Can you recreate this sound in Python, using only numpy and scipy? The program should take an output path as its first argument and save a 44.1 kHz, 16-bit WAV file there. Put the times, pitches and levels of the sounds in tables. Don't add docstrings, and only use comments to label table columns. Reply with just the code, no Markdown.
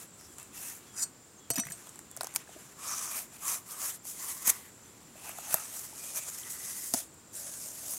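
import sys
import numpy as np
from scipy import signal
from scipy.fft import rfft, irfft, next_fast_len
from scipy.io import wavfile
from scipy.ndimage import uniform_filter1d, map_coordinates

SR = 44100
rng = np.random.default_rng(int(sys.argv[2]) if len(sys.argv) > 2 else 0)


def ratio_of_db(decibels):
    return 10 ** (np.asarray(decibels, float) / 20)


def dump(signal):
    limited = np.clip(np.atleast_2d(signal).T, -1, 1)
    pcm = np.round(limited * 32767).astype(np.int16)
    wavfile.write(sys.argv[1], SR, pcm)


N = 351904


def peeling():
    # (frequency [Hz], level [dB])
    fibre_curve = [(300, -70), (3000, -16), (4300, -12), (5500, -4), (6500, 1.5), (8500, 0.5),
                   (11000, -1.5), (13000, -5), (15500, -12), (17000, -37)]
    # (start [s], end [s], centre [Hz], width [Hz], level [dB])
    hollows = [(0, 0.765, 2640, 120, 0.5), (0.187, 0.283, 5570, 1500, 12), (2.87, 3.12, 6200, 1510, 10.5),
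               (2.776, 3.183, 1170, 392, 7.5), (3.41, 3.888, 1135, 395, 7), (2.84, 3.898, 666, 139, -4),
               (2.81, 3.596, 2438, 303.1, -4.5), (4.15, 4.723, 1980, 413, -0.5),
               (4.185, 4.584, 1090, 220, 5), (5.15, 5.638, 785, 348, -1.5), (5.152, 5.65, 2620, 250, -2.5),
               (5.2, 6.71, 1250, 199, -9), (5.7, 6.307, 580, 150, -1), (5.976, 6.28, 2440, 120, 7),
               (6.378, 6.926, 1965, 260, 5), (6.762, 6.94, 5100, 500, 7), (6.925, 7.973, 625, 120, 9.5),
               (7.306, 7.598, 1614, 402.9, -3)]
    # (start [s], peak [s], end [s], rasp [dB], bark body over rasp [dB])
    sweeps = [(-.06, .003, 0.064, -46.5, -6.5), (.36, .39, 0.46, -55.5, 4), (.53, .58, 0.69, -44.5, -4),
              (.57, .69, .79, -42, -7.5), (3.08, 3.17, 3.25, -36.5, -9), (3.41, 3.52, 3.593, -32, -9),
              (3.66, 3.72, 3.75, -40.5, -13), (3.73, 3.87, 3.94, -34.5, -9.5),
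              (3.89, 3.95, 3.98, -45.5, -7.5), (4.04, 4.075, 4.18, -40.5, -13),
              (4.14, 4.27, 4.443, -37.5, -9.5), (4.4, 4.43, 4.4, -40.5, -12),
              (4.5, 4.55, 4.69, -47.5, -1.5), (5.16, 5.29, 5.4, -46.5, -1), (5.44, 5.53, 5.6, -36.5, -5.5),
              (5.67, 5.77, 5.93, -40.5, -9), (6.14, 6.175, 6.205, -33, -11),
              (6.49, 6.507, 6.57, -37.5, -13.5), (6.73, 6.87, 6.96, -39, -17),
              (7.77, 7.93, 8.17, -38.5, -13.5)]
    # (start [s], peak [s], end [s], rasp [dB], bark body over rasp [dB])
    pushes = [(.13, .22, 0.69, -58, -5), (.8, .86, 0.97, -60.5, 4), (1.48, 1.74, 2.09, -54, -1.5),
              (2.12, 2.38, 2.45, -55.5, 4), (2.4, 2.6, 2.77, -54.5, -0.5), (2.78, 2.91, 3.03, -40, -5.5),
              (2.91, 3.03, 3.23, -39, -8.5), (3.3, 3.37, 3.1, -51.5, -3.5), (4.62, 4.85, 5.5, -63, 2),
              (5.33, 5.43, 5.64, -45, -4.5), (5.54, 5.61, 5.78, -42.5, -6.5), (5.88, 6.06, 6.25, -42, -9),
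              (6.12, 6.25, 6.71, -42, -8), (6.55, 6.645, 6.94, -39.5, -12), (6.93, 6.968, 7.035, -35, -12),
              (7.0, 7.03, 7.08, -55, -12), (7.32, 7.36, 7.55, -42, -15), (7.39, 7.58, 8.06, -42, -12.5)]
    # (start [s], peak [s], end [s], rasp [dB], bark body over rasp [dB])
    jolts = [
        (4.46, 4.478, 4.487, -20.5, -17),
        (4.487, 4.502, 4.507, -16.5, -16),
        (4.45, 4.49, 4.525, -26, -8),
    ]

    rows = blended(np.concatenate([
        strokes(sweeps, squareness=1.74, air_db=-4.5, gained_db=0.92),
        strokes(pushes, squareness=2.32, air_db=-7.5, gained_db=1.5),
        strokes(jolts, squareness=1.1, air_db=-5, gained_db=.3)], axis=1))
    friction = grit(rate=4000, spread_db=1.5, share=0.62)
    hz, t, z = signal.stft(friction, SR, nperseg=512, noverlap=384)
    _, air_db, body_db = curves(rows, t)
    f = hz[:, None]

    top_tilt = np.clip((f - 8500) / 4500, -.3, 1.3)
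    rasp = ratio_of_db(along(fibre_curve, f) + (air_db + 7) * top_tilt)

    body = .36 * np.abs(resonance(f, 1400, 3400)) ** 2
    for start, end, centre_hz, width, db in hollows:
        held = np.clip(np.minimum(t - start, end - t) / 0.019, 0, 1)
        body = body + held * ratio_of_db(db - 6.5) * np.abs(resonance(f, centre_hz, 1.04 * width)) ** 3.6

    patches = uniform_filter1d(rng.standard_normal(z.shape), size=10, axis=0)
    patches = unit(uniform_filter1d(patches, size=14, axis=1))
    gain = np.hypot(rasp, ratio_of_db(body_db + 9) * body) * ratio_of_db(1.72 * patches + 4)
    sound = signal.istft(z * gain, SR, nperseg=512, noverlap=384)[1][:N]
    level_db = curves(rows, np.arange(N) / SR)[0]
    return sound * ratio_of_db(level_db + 1.15 * wobble(40))


def snaps():
    # (time [s], peak [dB], knock over crack [dB], crack [Hz], knock [Hz])
    thick = [(0.383, -27.5, -14, 7940, 1540), (1.8698, -35, -4, 9240, 2700),
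             (2.1647, -25.5, -15, 9100, 1350), (2.172, -26, -16, 7050, 647), (2.2084, -18, -8, 5200, 1280),
             (2.232, -22.5, -10, 9000, 950), (2.2438, -21.5, -13, 6600, 724),
             (2.2694, -23.5, -11, 6640, 800), (2.3484, -24, -16, 12600, 1180), (2.36, -9, -14, 6600, 2240),
             (2.3664, -23, -15, 6700, 1620), (4.4752, -14, -13.5, 11600, 1920),
             (5.3849, -28, -4.5, 7870, 800.5), (5.5413, -3.5, -23, 12100, 980),
             (6.9368, -11.5, -17.5, 6500, 1890), (6.9434, -15, -15, 6430, 670),
             (7.9354, -21, -19, 8800, 1910)]
    # (time [s], peak [dB], knock over crack [dB])
    thin = [(0.21, -38.5, -9), (0.3984, -35, -23), (0.4284, -29, -33), (1.8916, -33, -21),
            (1.957, -34, -14), (1.9904, -30, -11), (2.1131, -29, -30), (2.216, -26, -17),
            (2.3171, -42, -30), (2.3391, -31, -22), (2.3553, -23, -17), (3.7179, -23, -21),
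            (4.0517, -29, -17.5), (5.2919, -25, -12.5), (5.4964, -28, -15), (6.9385, -10, -19),
            (7.0714, -48, -27), (7.1417, -41, -21), (7.3407, -35, -23)]
    # (frequency [Hz], width [Hz], level [dB])
    bark_modes = [(650, 230, 2.5), (1180, 600, 1), (2000, 690, -8), (3460, 2300, -23)]
    thin_crack_hz, thin_knock_hz, spread = 8860, 960, 0.087

    out = np.zeros(N)
    t = np.arange(SR // 12) / SR
    after = t - .0009
    onset = np.argmax(after >= 0)
    tail = .3 * ratio_of_db(-60 * after / .003) + .1 * ratio_of_db(-60 * after / .02) + .012 * ratio_of_db(-60 * after / .15)
    shape = np.where(after < 0, .04, tail)
    pitches = [thin_crack_hz, thin_knock_hz] * np.exp(spread * rng.standard_normal((len(thin), 2)))
    fibres = thick + [(*row, *hz) for row, hz in zip(thin, pitches)]

    for s, db, knock_db, crack_hz, knock_hz in fibres:
        burst = rng.standard_normal(len(t)) * shape
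        burst[onset] = 1.12
        crack = filtered(burst, lambda f: 1.03 * resonance(f, crack_hz, 2800) ** 2
                         + 0.6 * resonance(f, 9400, 8600) ** 3)
        push = rng.standard_normal(len(t)) * ratio_of_db(-60 * after / 0.019) * (after >= 0)
        push[onset] = 4
        own = 0.57 * np.sign(900 - knock_hz)
        knock = filtered(push, lambda f: 0.56 * bank(bark_modes)(f)
                         + own * resonance(f, knock_hz, 0.34 * knock_hz))
        crack = crack / np.abs(crack).max()
        knock = knock / np.abs(knock).max()
        add(out, s, ratio_of_db(db) * (crack + ratio_of_db(knock_db) * knock))
    return out


def machete():
    # (time [s], ring [dB], crack [dB], body clack over crack [dB], mode struck best [Hz])
    contacts = [(.964, -48, -44, -15, 9225), (.976, -43, -50, -5, 5070), (0.994, -37, -50, -15, 5070),
                (1.02, -49, -45, -15, 7100), (1.027, -37.5, -50, -15, 4465), (1.031, -35.5, -45, -15, 8280),
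                (1.5025, -25.5, -9.5, -6.5, 7100), (1.51, -36, -28, -8, 5922),
                (1.509, -30.5, -33, -14, 8280), (1.5344, -42, -27, -10, 6650),
                (1.557, -30.5, -25, -3, 5070), (1.5636, -29, -31, 4, 7100), (1.5819, -29, -19.5, 1.5, 5922),
                (1.5982, -28.5, -19, -7, 5922), (1.6, -47, -40, -11, 8280), (1.542, -46, -27, -1, 11780),
                (1.578, -52, -29, -1, 9225), (1.594, -44, -27, 5, 11050), (1.6523, -50, -33, -2, 8280),
                (1.668, -46, -29.5, 2.5, 13780), (1.705, -48, -33, 0, 13780), (1.7008, -61, -29, -12, 7100),
                (1.72, -35, -21.5, -29, 8280)]
    # (frequency [Hz], level [dB], t60 [s])
    steel_modes = [(680, -14.5, 0.19), (2590, -12, 0.087), (3050, -17, 0.058), (3810, -12.5, 0.053),
                   (4465, -8.5, 0.11), (5070, -12, 0.058), (5750, -26, 0.028), (5922, -3, 0.13),
                   (6650, -5, 0.064), (7100, 3, 0.034), (8040, -2, 0.02), (8280, -4, 0.13),
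                   (9225, -12, 0.051), (9750, -7, 0.031), (11050, 1.5, 0.032), (11780, -7, 0.045),
                   (12610, -5, .04), (13780, -6, .04), (15300, -12, .03)]
    # (start [s], peak [s], end [s], scrape [dB], wood over scrape [dB])
    draws = [
        (.94, 1.0, 1.069, -38.5, -16.5),
        (1.0, 1.028, 1.047, -30, -26),
    ]

    out = np.zeros(N)
    t = np.arange(SR // 6) / SR
    for s, ring_db, crack_db, clack_db, best_hz in contacts:
        ring = np.zeros(len(t))
        for hz, level, t60 in steel_modes:
            best = abs(hz / best_hz - 1) < .06
            mode_db = 0 if best else level - 7 + rng.normal(0, 5.1)
            drift = 0.018 * np.cumsum(rng.standard_normal(len(t)))
            ring += ratio_of_db(mode_db - 60 * t / t60) * np.sin(2 * np.pi * hz * t + drift)
        decay = ratio_of_db(-60 * t / .013) + .2 * ratio_of_db(-60 * t / .05)
        noise = rng.standard_normal(len(t)) * decay * (1 - np.exp(-t / .0005))
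        crack = filtered(noise, lambda f: resonance(f, 8800, 8600) ** 2
                         + ratio_of_db(clack_db + 3.5) * resonance(f, 1570, 2100))
        ring *= 1 - np.exp(-t / 0.00035)
        add(out, s, ratio_of_db(ring_db) * ring + ratio_of_db(crack_db - 4.5) * crack)

    scrape_db, _, wood_db = curves(blended(strokes(draws, squareness=1.6)), np.arange(N) / SR)
    rub = grit(rate=3300, spread_db=-3, share=1.0) * ratio_of_db(scrape_db)
    damped = [(hz, 110, level * .4) for hz, level, _ in steel_modes[5:14]]
    steel = filtered(rub, lambda f: ratio_of_db(10) * bank(damped)(f) + 2.1 * resonance(f, 7300, 3700) ** 2)
    wood = filtered(rub * ratio_of_db(wood_db + 16.5), lambda f: resonance(f, 1470, 750))
    return out + steel + wood


def knocks():
    # (time [s], peak [dB], frequency [Hz], t60 [s])
    thumps = [(1.504, -29.5, 457, 0.02), (1.504, -34.5, 130, 0.058), (1.503, -33.5, 280, 0.029),
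              (1.576, -36.5, 268, 0.1), (1.586, -27, 208, 0.044), (1.658, -41, 141, 0.068),
              (1.7, -43, 162, 0.07), (2.492, -39, 720, 0.013), (2.56, -41, 327, .03),
              (2.562, -48.5, 624, 0.051), (4.475, -35, 225, .03), (4.478, -44, 42, .09),
              (5.155, -46.5, 650, 0.024), (5.541, -30, 637, 0.042), (5.539, -37.5, 158, 0.039),
              (5.928, -47, 880, 0.027), (6.938, -29, 677, 0.031), (6.941, -23, 262, 0.026),
              (6.434, -43, 3050, .01)]
    # (time [s], peak [dB], frequency [Hz])
    rattles = [
        (1.576, -36, 1740),
        (1.592, -37, 2280),
        (1.6352, -40, 1820),
        (1.6514, -47, 2000),
        (1.67, -43, 2000),
        (1.6853, -40.5, 2030),
        (1.711, -42.5, 1820),
        (2.4752, -50, 1660),
    ]
    out = np.zeros(N)
    t = np.arange(SR // 10) / SR
    for s, db, hz, t60 in thumps + [(*row, .017) for row in rattles]:
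        drift = np.cumsum(rng.standard_normal(len(t))) * .00006 * hz
        swing = np.sin(2 * np.pi * hz * t + drift) * (1 - np.exp(-t * hz))
        add(out, s, ratio_of_db(db + 7.0 - 60 * t / max(t60, .005)) * swing)
    return out


def forest():
    # (frequency [Hz], width [Hz], level [dB])
    chorus = [
        (7340, 80, -65.5),
        (7120, 440, -67),
        (7810, 1900, -64),
    ]
    # (time [s], level [dB])
    near_insect = [
        (0, -65),
        (.45, -62),
        (.6, -100),
        (4.5, -89),
        (4.65, -63),
        (5.25, -77),
        (5.4, -76),
        (8, -78),
    ]
    # (time [s], length [s], frequency [Hz], level [dB])
    peeps = [
        (0.266, 0.084, 3330, -67),
        (0.857, 0.1, 3330, -64),
        (1.375, .025, 6450, -55.5),
        (1.393, 0.094, 3330, -65),
        (2.1, .07, 3420, -65),
        (4.813, 0.073, 6100, -60),
        (4.844, 0.14, 3400, -70),
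    ]
    t = np.arange(N) / SR
    out = air()
    for hz, width, db in chorus:
        out += ratio_of_db(db + 0.98 * wobble(3.56) + 1.6 * wobble(90)) * buzz(hz, width)
    out += ratio_of_db(curves(near_insect, t)[0]) * buzz(7680, 90)
    for s, length, hz, db in peeps:
        u = np.clip((t - s) / length, 0, 1)
        cycles = hz * length * (1.03 * u - 0.0296 * u ** 2)
        voice = np.sin(2 * np.pi * cycles + 0.72 * wobble(150))
        out += ratio_of_db(db + 1.5 * wobble(67.7)) * np.sin(np.pi * u) ** .5 * voice
    return out


def buzz(hz, width):
    return unit(filtered(rng.standard_normal(N), lambda f: resonance(f, hz, width) ** 2))


def air():
    # (frequency [Hz], level [dB])
    air_curve = [(12, -52), (20, -26.5), (88, -3), (200, -3), (363, -5), (600, -12), (1200, -13),
                 (1900, -18), (3100, -20.5), (6000, -20), (9000, -25), (15600, -27)]
    noise = unit(filtered(rng.standard_normal(N), lambda f: ratio_of_db(along(air_curve, f))))
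    return ratio_of_db(-57 + 0.22 * wobble(1.92)) * noise


def grit(rate, spread_db, share):
    breaks = rng.random(N) < rate / SR * ratio_of_db(4 * wobble(60))
    sizes = ratio_of_db(np.minimum(spread_db * rng.exponential(size=N), 9)) * rng.standard_normal(N)
    flutter = rng.standard_normal(N) * ratio_of_db(1.34 * wobble(250))
    return unit(flutter + share * unit(breaks * sizes))


def strokes(rows, squareness, air_db=0, gained_db=0):
    edge_db, body_keeps = 15.5, 0.24
    start, peak, end, db, body_db = np.transpose(rows)[:, :, None]
    t = np.arange(0, N / SR + .02, .001)
    rise = (t - peak) / np.maximum(peak - start, .002)
    fall = (t - peak) / np.maximum(end - peak, .002)
    u = np.where(t < peak, rise, fall)
    fall_db = np.minimum(edge_db * np.abs(u) ** squareness, 90)
    air = air_db + gained_db * np.clip(u, -1, 1)
    return np.array([db - fall_db, air, body_db + body_keeps * np.minimum(fall_db, 20)])


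def blended(controls):
    power = ratio_of_db(2 * controls[0])
    total = power.sum(axis=0)
    colour = (controls[1:] * power).sum(axis=1) / total
    clock = np.arange(power.shape[1]) * .001
    return np.array([clock, 10 * np.log10(total), *colour]).T.tolist()


def unit(x):
    return x / np.sqrt(np.mean(x ** 2) + 1e-20)


def along(points, hz):
    f, v = np.transpose(points)
    return np.interp(np.log(hz + 1), np.log(f + 1), v)


def curves(rows, t):
    s, level, *cols = np.transpose(sorted(rows))
    return [np.interp(t, s, level, -120, -120)] + [np.interp(t, s, c) for c in cols]


def wobble(rate):
    knots = rng.standard_normal(int(N * rate / SR) + 4)
    return map_coordinates(knots, [np.arange(N) * rate / SR])


def filtered(x, response):
    m = next_fast_len(x.shape[-1] + 2048)
    return irfft(rfft(x, m) * response(np.fft.rfftfreq(m, 1 / SR)), m)[..., :x.shape[-1]]


def resonance(f, hz, width):
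    return 1j * f * width / (hz * hz - f * f + 1j * f * width)


def bank(modes):
    return lambda f: sum((-1) ** k * ratio_of_db(db) * resonance(f, c, w) for k, (c, w, db) in enumerate(modes))


def add(track, s, sound):
    part = track[round(s * SR):][:len(sound)]
    part += sound[:len(part)]


def scene():
    # (frequency [Hz], level [dB])
    port_difference = [(60, -24), (300, -14.5), (900, -16.5), (2000, -18), (5000, -20.5), (6300, -12),
                       (7400, -6), (8600, -12), (12000, -22)]
    work = peeling() + snaps() + knocks() + machete()
    scatter = rng.standard_normal(600) * ratio_of_db(-60 * np.arange(600) / 700)
    scatter = irfft(np.exp(1j * np.angle(rfft(scatter))))
    side = ratio_of_db(-28) * signal.fftconvolve(work, scatter / np.linalg.norm(scatter))[:N]
    side += filtered(air(), lambda f: ratio_of_db(along(port_difference, f)))
    mid = work + forest()
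    return np.array([mid + side, mid - side]) * ratio_of_db([[.12], [-.12]])


def band_limit(x):
    return signal.sosfilt(signal.butter(12, 16780, fs=SR, output="sos"), x)


def record(dry):
    def treble_limit(f):
        return ratio_of_db(-20 * np.clip((f - 15850) / 120, 0, 1)) * (f < 16780)
    mix = filtered(dry, treble_limit)
    return band_limit(mix)


dry = scene()
out = record(dry)
dump(out)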